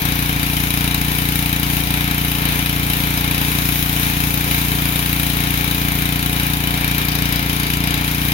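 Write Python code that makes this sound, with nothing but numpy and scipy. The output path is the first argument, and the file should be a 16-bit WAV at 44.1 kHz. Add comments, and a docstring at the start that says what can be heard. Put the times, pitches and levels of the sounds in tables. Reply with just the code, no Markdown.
"""A petrol pressure washer runs on a driveway, to the left of a garage door, while its jet sweeps a truck.
From the start its one cylinder fires about 29 times a second: each firing thumps the muffler, spits gas
and rings the metal shell, over clattering valves and pistons, shaft whine and a rush of air and water.
Near 1 s one firing cracks hard; a few milder ones follow. The hissing jet swings across the grille, dwells
on the bumper, then rises over the bonnet. Around 7 s a bright tick comes forward in the exhaust."""
import sys
import numpy as np
from scipy import signal
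from scipy.fft import rfft, irfft, next_fast_len
from scipy.io import wavfile
from scipy.ndimage import uniform_filter1d, map_coordinates

SR = 44100
rng = np.random.default_rng(int(sys.argv[2]) if len(sys.argv) > 2 else 0)


def to_wav(sig):
    """Store sig (one row per channel, or 1-D mono) as 16-bit WAV at the path in sys.argv[1].

    Samples outside -1..1 are clipped; the rate is SR.
    """
    pcm = np.clip(np.atleast_2d(sig), -1, 1) * 32767
    pcm = np.round(pcm).astype(np.int16)
    wavfile.write(sys.argv[1], SR, pcm.T)  # frames by channels


N = 367353
FIRING_HZ = 29.156  # the governor holds the engine at this rate


def thump(cycles, burn_db, db=-21.0, follow=0.16, scatter_db=0.75, intake_at=.736,
          low_hz=45, high_hz=335, side_db=1.0):
    """Each firing pushes a pulse through the muffler; later in the cycle the intake gulps air."""
    # air in the exhaust pipe and muffler: pitch_hz, width_hz, signed gain
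    muffler = [(57, 24, -0.58), (164.5, 30.7, 0.63), (247.6, 19.6, 0.19), (294.2, 32.5, -0.34)]
    # air box of the carburettor: pitch_hz, width_hz, gain
    airbox = [(125, 96, 0.15)]
    firing = np.arange(len(burn_db))
    sizes = amp(follow * burn_db + scatter_db * rng.standard_normal(len(firing)))
    exhaust = resonate(pulses(when(cycles, firing), sizes), muffler)
    intake = resonate(pulses(when(cycles, firing + intake_at), np.ones(len(firing))), airbox)
    # the deepest bass and the upper harmonics are rolled off, leaving a round thump
    passband = lambda hz: ((1 + (low_hz / (hz + 1)) ** 8) * (1 + (hz / high_hz) ** 12)) ** -.5
    body = unit(filtered(exhaust + intake, passband))
    return amp(db) * from_left(body) * amp([[side_db], [-side_db]])


def puffs(cycles, burn_db, db=-26.0, follow=0.78, delay_s=0.00062, open_s=0.0007, empty_s=0.0049):
    """Gas cracks out as the exhaust valve opens and dies as the cylinder empties."""
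    # gas leaving the muffler: freq_hz, left_db, right_db
    gas_colour = [(300, -28, -36), (700, -1, -7), (1600, -5.5, -12.5), (2370, 0.5, 3.5), (3780, 1.5, -32),
                  (4170, -4, -28), (5260, -11, -9), (7000, -7, -17), (7070, -15, -49), (8760, -5.5, -14),
                  (10140, -3, 0.5), (12900, 4, -9), (13900, 5, -35), (16000, -9.5, -39)]
    # a bright tick in the puffs that comes forward late on: time_s, level_db
    tick_fader = [(0, -45), (6.6, -49), (7.1, -38), (8.3, -41)]
    stroke = cycles - delay_s * FIRING_HZ
    age_s = stroke % 1 / FIRING_HZ
    size = amp(follow * burn_db[np.floor(stroke).astype(int)])
    envelope = size * (1 - np.exp(-age_s / open_s)) * np.exp(-(age_s / empty_s) ** 2)
    gas = yard(off_wall(envelope * machine_noise()), wet_db=-1)
    tick_band = resonate(gas, [(4900, 690, 1)])
    tick = unit(tick_band * amp([[0], [-6]]))  # leans left
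    spit = shimmer(coloured(gas, gas_colour), depth_db=2.06)
    return amp(db) * spit + amp(curve(tick_fader)) * tick


def pings(cycles, burn_db, delay_s=.0012, jitter_s=.0004, attack_s=0.00068, scatter_db=4):
    """The exhaust blow sets the muffler shell ringing, each mode at a new strength every time."""
    # sheet-metal shell of the muffler: pitch_hz, t60_s, left_db, right_db
    shell_modes = [(1657, 0.029, -33.5, -36.5), (2315, 0.038, -46.5, -50), (2464, 0.023, -37.5, -43.5),
                   (3810, 0.019, -35.5, -64), (3930, 0.062, -35.5, -51), (5240, 0.019, -43, -66),
                   (10260, 0.018, -40.5, -51), (12000, .007, -33.5, -53), (14600, .012, -42, -54)]
    t, count = np.arange(SR // 8) / SR, len(burn_db)
    firings_s = when(cycles, np.arange(count)) + delay_s
    shell = 0
    for hz, t60_s, left_db, right_db in shell_modes:
        times = firings_s + jitter_s * rng.standard_normal(count)
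        blows = pulses(times, amp(burn_db + scatter_db * vary(count)))
        ring = np.sin(2 * np.pi * hz * t) * amp(-60 * t / t60_s) * (1 - np.exp(-t / attack_s))
        shell = shell + amp([[left_db], [right_db]]) * unit(signal.fftconvolve(blows, ring)[:N])
    return from_left(shell)


def crank(first_firing_s=.0173, hunting=.003, drift=.007):
    """Engine cycles done at each sample, one firing per whole number; the governor lets the speed stray."""
    steady = FIRING_HZ * (np.arange(N) / SR - first_firing_s)
    return steady + hunting * wobble(14) + drift * wobble(3)


def burns(cycles, scatter_db=3.0):
    """Strength of each firing in dB: no two burn alike, and a few crack hard."""
    # accented firings: time_s, strength_db over the usual burn
    hard_firings = [(.95, 5.5), (1.46, 1.5), (2.9, 2.5), (4.34, 3), (5.13, 2.5), (6.85, 3), (7.15, 4)]
    burn_db = scatter_db * vary(int(cycles[-1]) + 3)
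    time_s, strength_db = np.transpose(hard_firings)
    nearest_firing = np.round(np.interp(time_s * SR, np.arange(N), cycles)).astype(int)
    burn_db[nearest_firing] = strength_db
    return burn_db


def spray(db=-23.5, flutter_db=0.78, drop_db=-7, drop_count=12000):
    """The jet hisses; countless droplets tick on the paint."""
    # the jet and its spray on the bodywork: freq_hz, left_db, right_db
    jet_colour = [(500, -16, -27), (2500, -3, -3.5), (4500, -6, -17), (6930, -4.5, -10.5), (7450, -23, -14),
                  (7900, -13, -15), (9560, -8.5, -3.5), (10700, 1, -9), (12100, 0, -0.5), (13600, -2.5, -1),
                  (14600, 3.5, -9), (17000, 2.5, -22)]
    drops = [pulses(rng.random(drop_count) * N / SR, rng.laplace(size=drop_count)) for _ in range(2)]
    hiss = rng.standard_normal((2, N)) + amp(drop_db) * unit(np.array(drops))
    level_db = db + lance() + flutter_db * wobble(11)
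    return amp(level_db) * shimmer(coloured(hiss, jet_colour), depth_db=1.5)


def lance(pass_s=0.58, square_on_s=0.65):
    """The spray's level ride in dB: it follows the aim and swells at each pass of the swinging jet."""
    # the jet's path over grille, bumper and bonnet: time_s, level_db, swing_db
    aim = [(.25, -1, 0), (.7, 0.5, 1), (2.4, 0.4, 0.7), (3, 0, 2.7), (3.7, 2, -1), (4.7, 2, 0.8),
           (5.45, 0.7, -0.5), (5.8, -0.6, 0), (7.9, -3.5, 0.5), (8.3, -1.7, 3)]
    t = np.arange(N) / SR
    time_s, level_db, swing_db = np.transpose(aim)
    swing = np.cos(2 * np.pi * (t - square_on_s) / pass_s)
    return np.interp(t, time_s, level_db) + np.interp(t, time_s, swing_db) * swing


def rush(cycles, db=-26.5, throb_db=-0.5, waver_db=1.5):
    """Fan air and pumped water, swelling once with each turn of the shaft."""
    # cooling fan and water rushing in the pump: freq_hz, left_db, right_db
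    rush_colour = [(30, -8, -6), (129, -7, 1.5), (320, -6, -4.5), (580, -8, -13.5), (870, -5, -7.5),
                   (1130, -8.5, -11), (1770, 0, -7), (1934, -5, -12), (2310, 3, -6), (2830, -7, -13.5),
                   (3690, -1.5, -19), (4340, -8.5, -18), (6740, -27.5, -20.5), (9150, -38, -56)]
    throb = throb_db * np.cos(4 * np.pi * cycles)  # two shaft turns to a cycle
    return amp(db + throb + waver_db * wobble(8.1)) * coloured(machine_noise(), rush_colour)


def clatter(cycles, db=-31, scatter_db=3, jitter_s=.00014):
    """Valves and pump pistons knock at the same shaft angles in every cycle."""
    # knock pattern of one engine cycle: position_cycles, level_db
    knocks = [(0.035, -3.5), (0.125, -7), (0.32, -2), (.445, -5), (0.645, -7.5), (0.72, -7), (.8, -4.5),
              (.89, -9), (.97, -7.5)]
    # body tone of the crankcase and frame: freq_hz, level_db
    crankcase = [(200, -26), (400, -17.5), (580, -6), (720, -6.5), (980, 3), (1200, -0.5), (1700, -1),
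                 (2000, 1.5), (2350, 2), (2900, -1), (3800, -2), (5000, -20), (9000, -38.5)]
    position, level_db = np.transpose(knocks)
    marks = np.arange(-1, cycles[-1])[:, None] + position
    times = when(cycles, marks) + jitter_s * rng.standard_normal(marks.shape)
    blows = pulses(times, amp(level_db + scatter_db * vary(marks.shape)))
    rattle = from_left(struck(blows, crankcase))
    return amp(db) * unit(yard(rattle, wet_db=-4.5))


def whine(cycles, db=-1.0, waver_db=2.5):
    """Crankcase and pump sing wavering tones locked to the shaft."""
    # partials of the whine: multiple of the firing rate, left_db, right_db (before the overall gain)
    partials = [(14, -47, -47), (15, -46.5, -46.5), (18, -48, -49), (24, -45, -50), (25, -44, -46),
                (29, -44, -45), (31, -48, -50), (32, -45, -46), (34, -45, -46)]
    tones = 0
    for order, left_db, right_db in partials:
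        tone = np.sqrt(2) * np.sin(2 * np.pi * (order * cycles + rng.random()))
        tones = tones + amp([[left_db], [right_db]]) * amp(waver_db * wobble(12)) * tone
    return amp(db) * from_left(tones)


def machine_noise():
    """White stereo noise: part straight from the machine, part scattered."""
    # likeness of the machine's sound on left and right: freq_hz, share (0-1)
    likeness = [(200, 0.98), (1200, 0.77), (2400, 0.68), (3300, 0.31), (12000, 0.27)]
    share = lambda hz: np.clip(along(likeness, hz), 0, 1)
    direct = filtered(from_left(rng.standard_normal(N)), lambda hz: np.sqrt(share(hz)))
    scattered = filtered(rng.standard_normal((2, N)), lambda hz: np.sqrt(1 - share(hz)))
    return direct + scattered


def from_left(x):
    """Sound from the machine reaches the right microphone a little later."""
    # left-to-right lag; treble takes longer round the microphones' housing: freq_hz, delay_s
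    lag = [(1000, .00027), (1650, .00031), (2400, .00035), (4000, .00028)]
    delayed = lambda hz: np.exp(-2j * np.pi * hz * along(lag, hz)[0])
    return filtered(x, lambda hz: np.array([np.ones_like(hz), delayed(hz)]))


def off_wall(x, db=-11, delay_s=.008):
    """x plus its reflection from the garage front."""
    return filtered(x, lambda hz: 1 + amp(db) * np.exp(-2j * np.pi * hz * delay_s))


def yard(x, wet_db):
    """x plus the short scatter from ground, walls and truck."""
    # reverb off the garage front and the truck: freq_hz, t60_s
    decay = [(300, 0.02), (2400, 0.27), (5000, 0.17), (12000, 0.028)]
    hz, t, noise = signal.stft(rng.standard_normal((2, SR // 8)), SR, nperseg=128)
    tail = signal.istft(noise * amp(-60 * t / along(decay, hz).T), SR, nperseg=128)[1]
    tail /= np.linalg.norm(tail, axis=1, keepdims=True)
    return x + amp(wet_db) * signal.fftconvolve(x, tail, axes=1)[:, :N]


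def shimmer(x, depth_db, full_hz=7000):
    """The treble of x shifts colour in slow random patches."""
    hz, _, bands = signal.stft(x, SR, nperseg=512)
    patches = uniform_filter1d(rng.standard_normal(bands.shape), size=5, axis=1)  # across frequency
    patches = uniform_filter1d(patches, size=45, axis=2)  # across time
    treble = np.clip(hz / full_hz, 0, 1)[:, None] ** 2
    return signal.istft(bands * amp(depth_db * treble * unit(patches)), SR, nperseg=512)[1][:, :N]


def struck(x, spectrum, size=16384):
    """x rings a body with the given spectrum; minimum phase puts the ring after each blow."""
    magnitude = amp(along(spectrum, np.fft.rfftfreq(size, 1 / SR))[0])
    cepstrum = irfft(np.log(magnitude))
    ring = irfft(np.exp(rfft(2 * cepstrum[:size // 2], size)))
    return unit(signal.fftconvolve(x, ring)[:N])


def resonate(x, modes):
    """x through resonances given as (pitch_hz, width_hz, gain)."""
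    return filtered(x, lambda f: sum(gain * 1j * f * width / (hz * hz - f * f + 1j * f * width)
                                     for hz, width, gain in modes))


def coloured(x, spectrum):
    """x through an EQ curve, at rms 1."""
    return unit(filtered(x, lambda hz: amp(along(spectrum, hz))))


def filtered(x, response):
    """x through a frequency response."""
    size = next_fast_len(N + SR // 4)
    return irfft(rfft(x, size) * response(np.fft.rfftfreq(size, 1 / SR)), size)[..., :N]


def pulses(times, sizes):
    """One impulse of each size at each time."""
    inside = (times >= 0) & (times < (N - 1) / SR)
    return np.bincount(np.round(times[inside] * SR).astype(int), sizes[inside], N)


def when(cycles, marks):
    """Times in seconds at which the engine passes the given cycle marks."""
    return np.interp(marks, cycles, np.arange(N) / SR, left=-1, right=-1)


def along(points, hz):
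    """Each column of a frequency table, read on a log axis."""
    knots_hz, *columns = np.transpose(points)
    return np.array([np.interp(np.log(hz + 1), np.log(knots_hz + 1), column) for column in columns])


def curve(rows):
    """One value per sample from (time_s, value) rows."""
    return np.interp(np.arange(N) / SR, *np.transpose(rows))


def wobble(rate):
    """A smooth random curve, rate knots a second."""
    return map_coordinates(rng.standard_normal(int(N * rate / SR) + 4), [np.arange(N) * rate / SR])


def vary(shape):
    """Random values between -1 and 1."""
    return np.tanh(rng.standard_normal(shape))


def amp(db):
    """Decibels to gain."""
    return 10 ** (np.asarray(db) / 20)


def unit(x):
    """x at rms 1."""
    return x / np.sqrt(np.mean(x ** 2) + 1e-20)


def scene():
    """Engine and pump run off one shaft, with the spray on top."""
    cycles = crank()
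    burn_db = burns(cycles)
    engine = thump(cycles, burn_db) + puffs(cycles, burn_db) + pings(cycles, burn_db)
    return engine + clatter(cycles) + whine(cycles) + rush(cycles) + spray()


def record(dry):
    """A soft clip rounds the tallest peaks and a steep low-pass cuts the very top."""
    ceiling, top_hz = .95, 15830
    rounded = dry / (1 + np.abs(dry / ceiling) ** 8) ** (1 / 8)
    return filtered(rounded, lambda hz: hz < top_hz)


dry = scene()
out = record(dry)
to_wav(out)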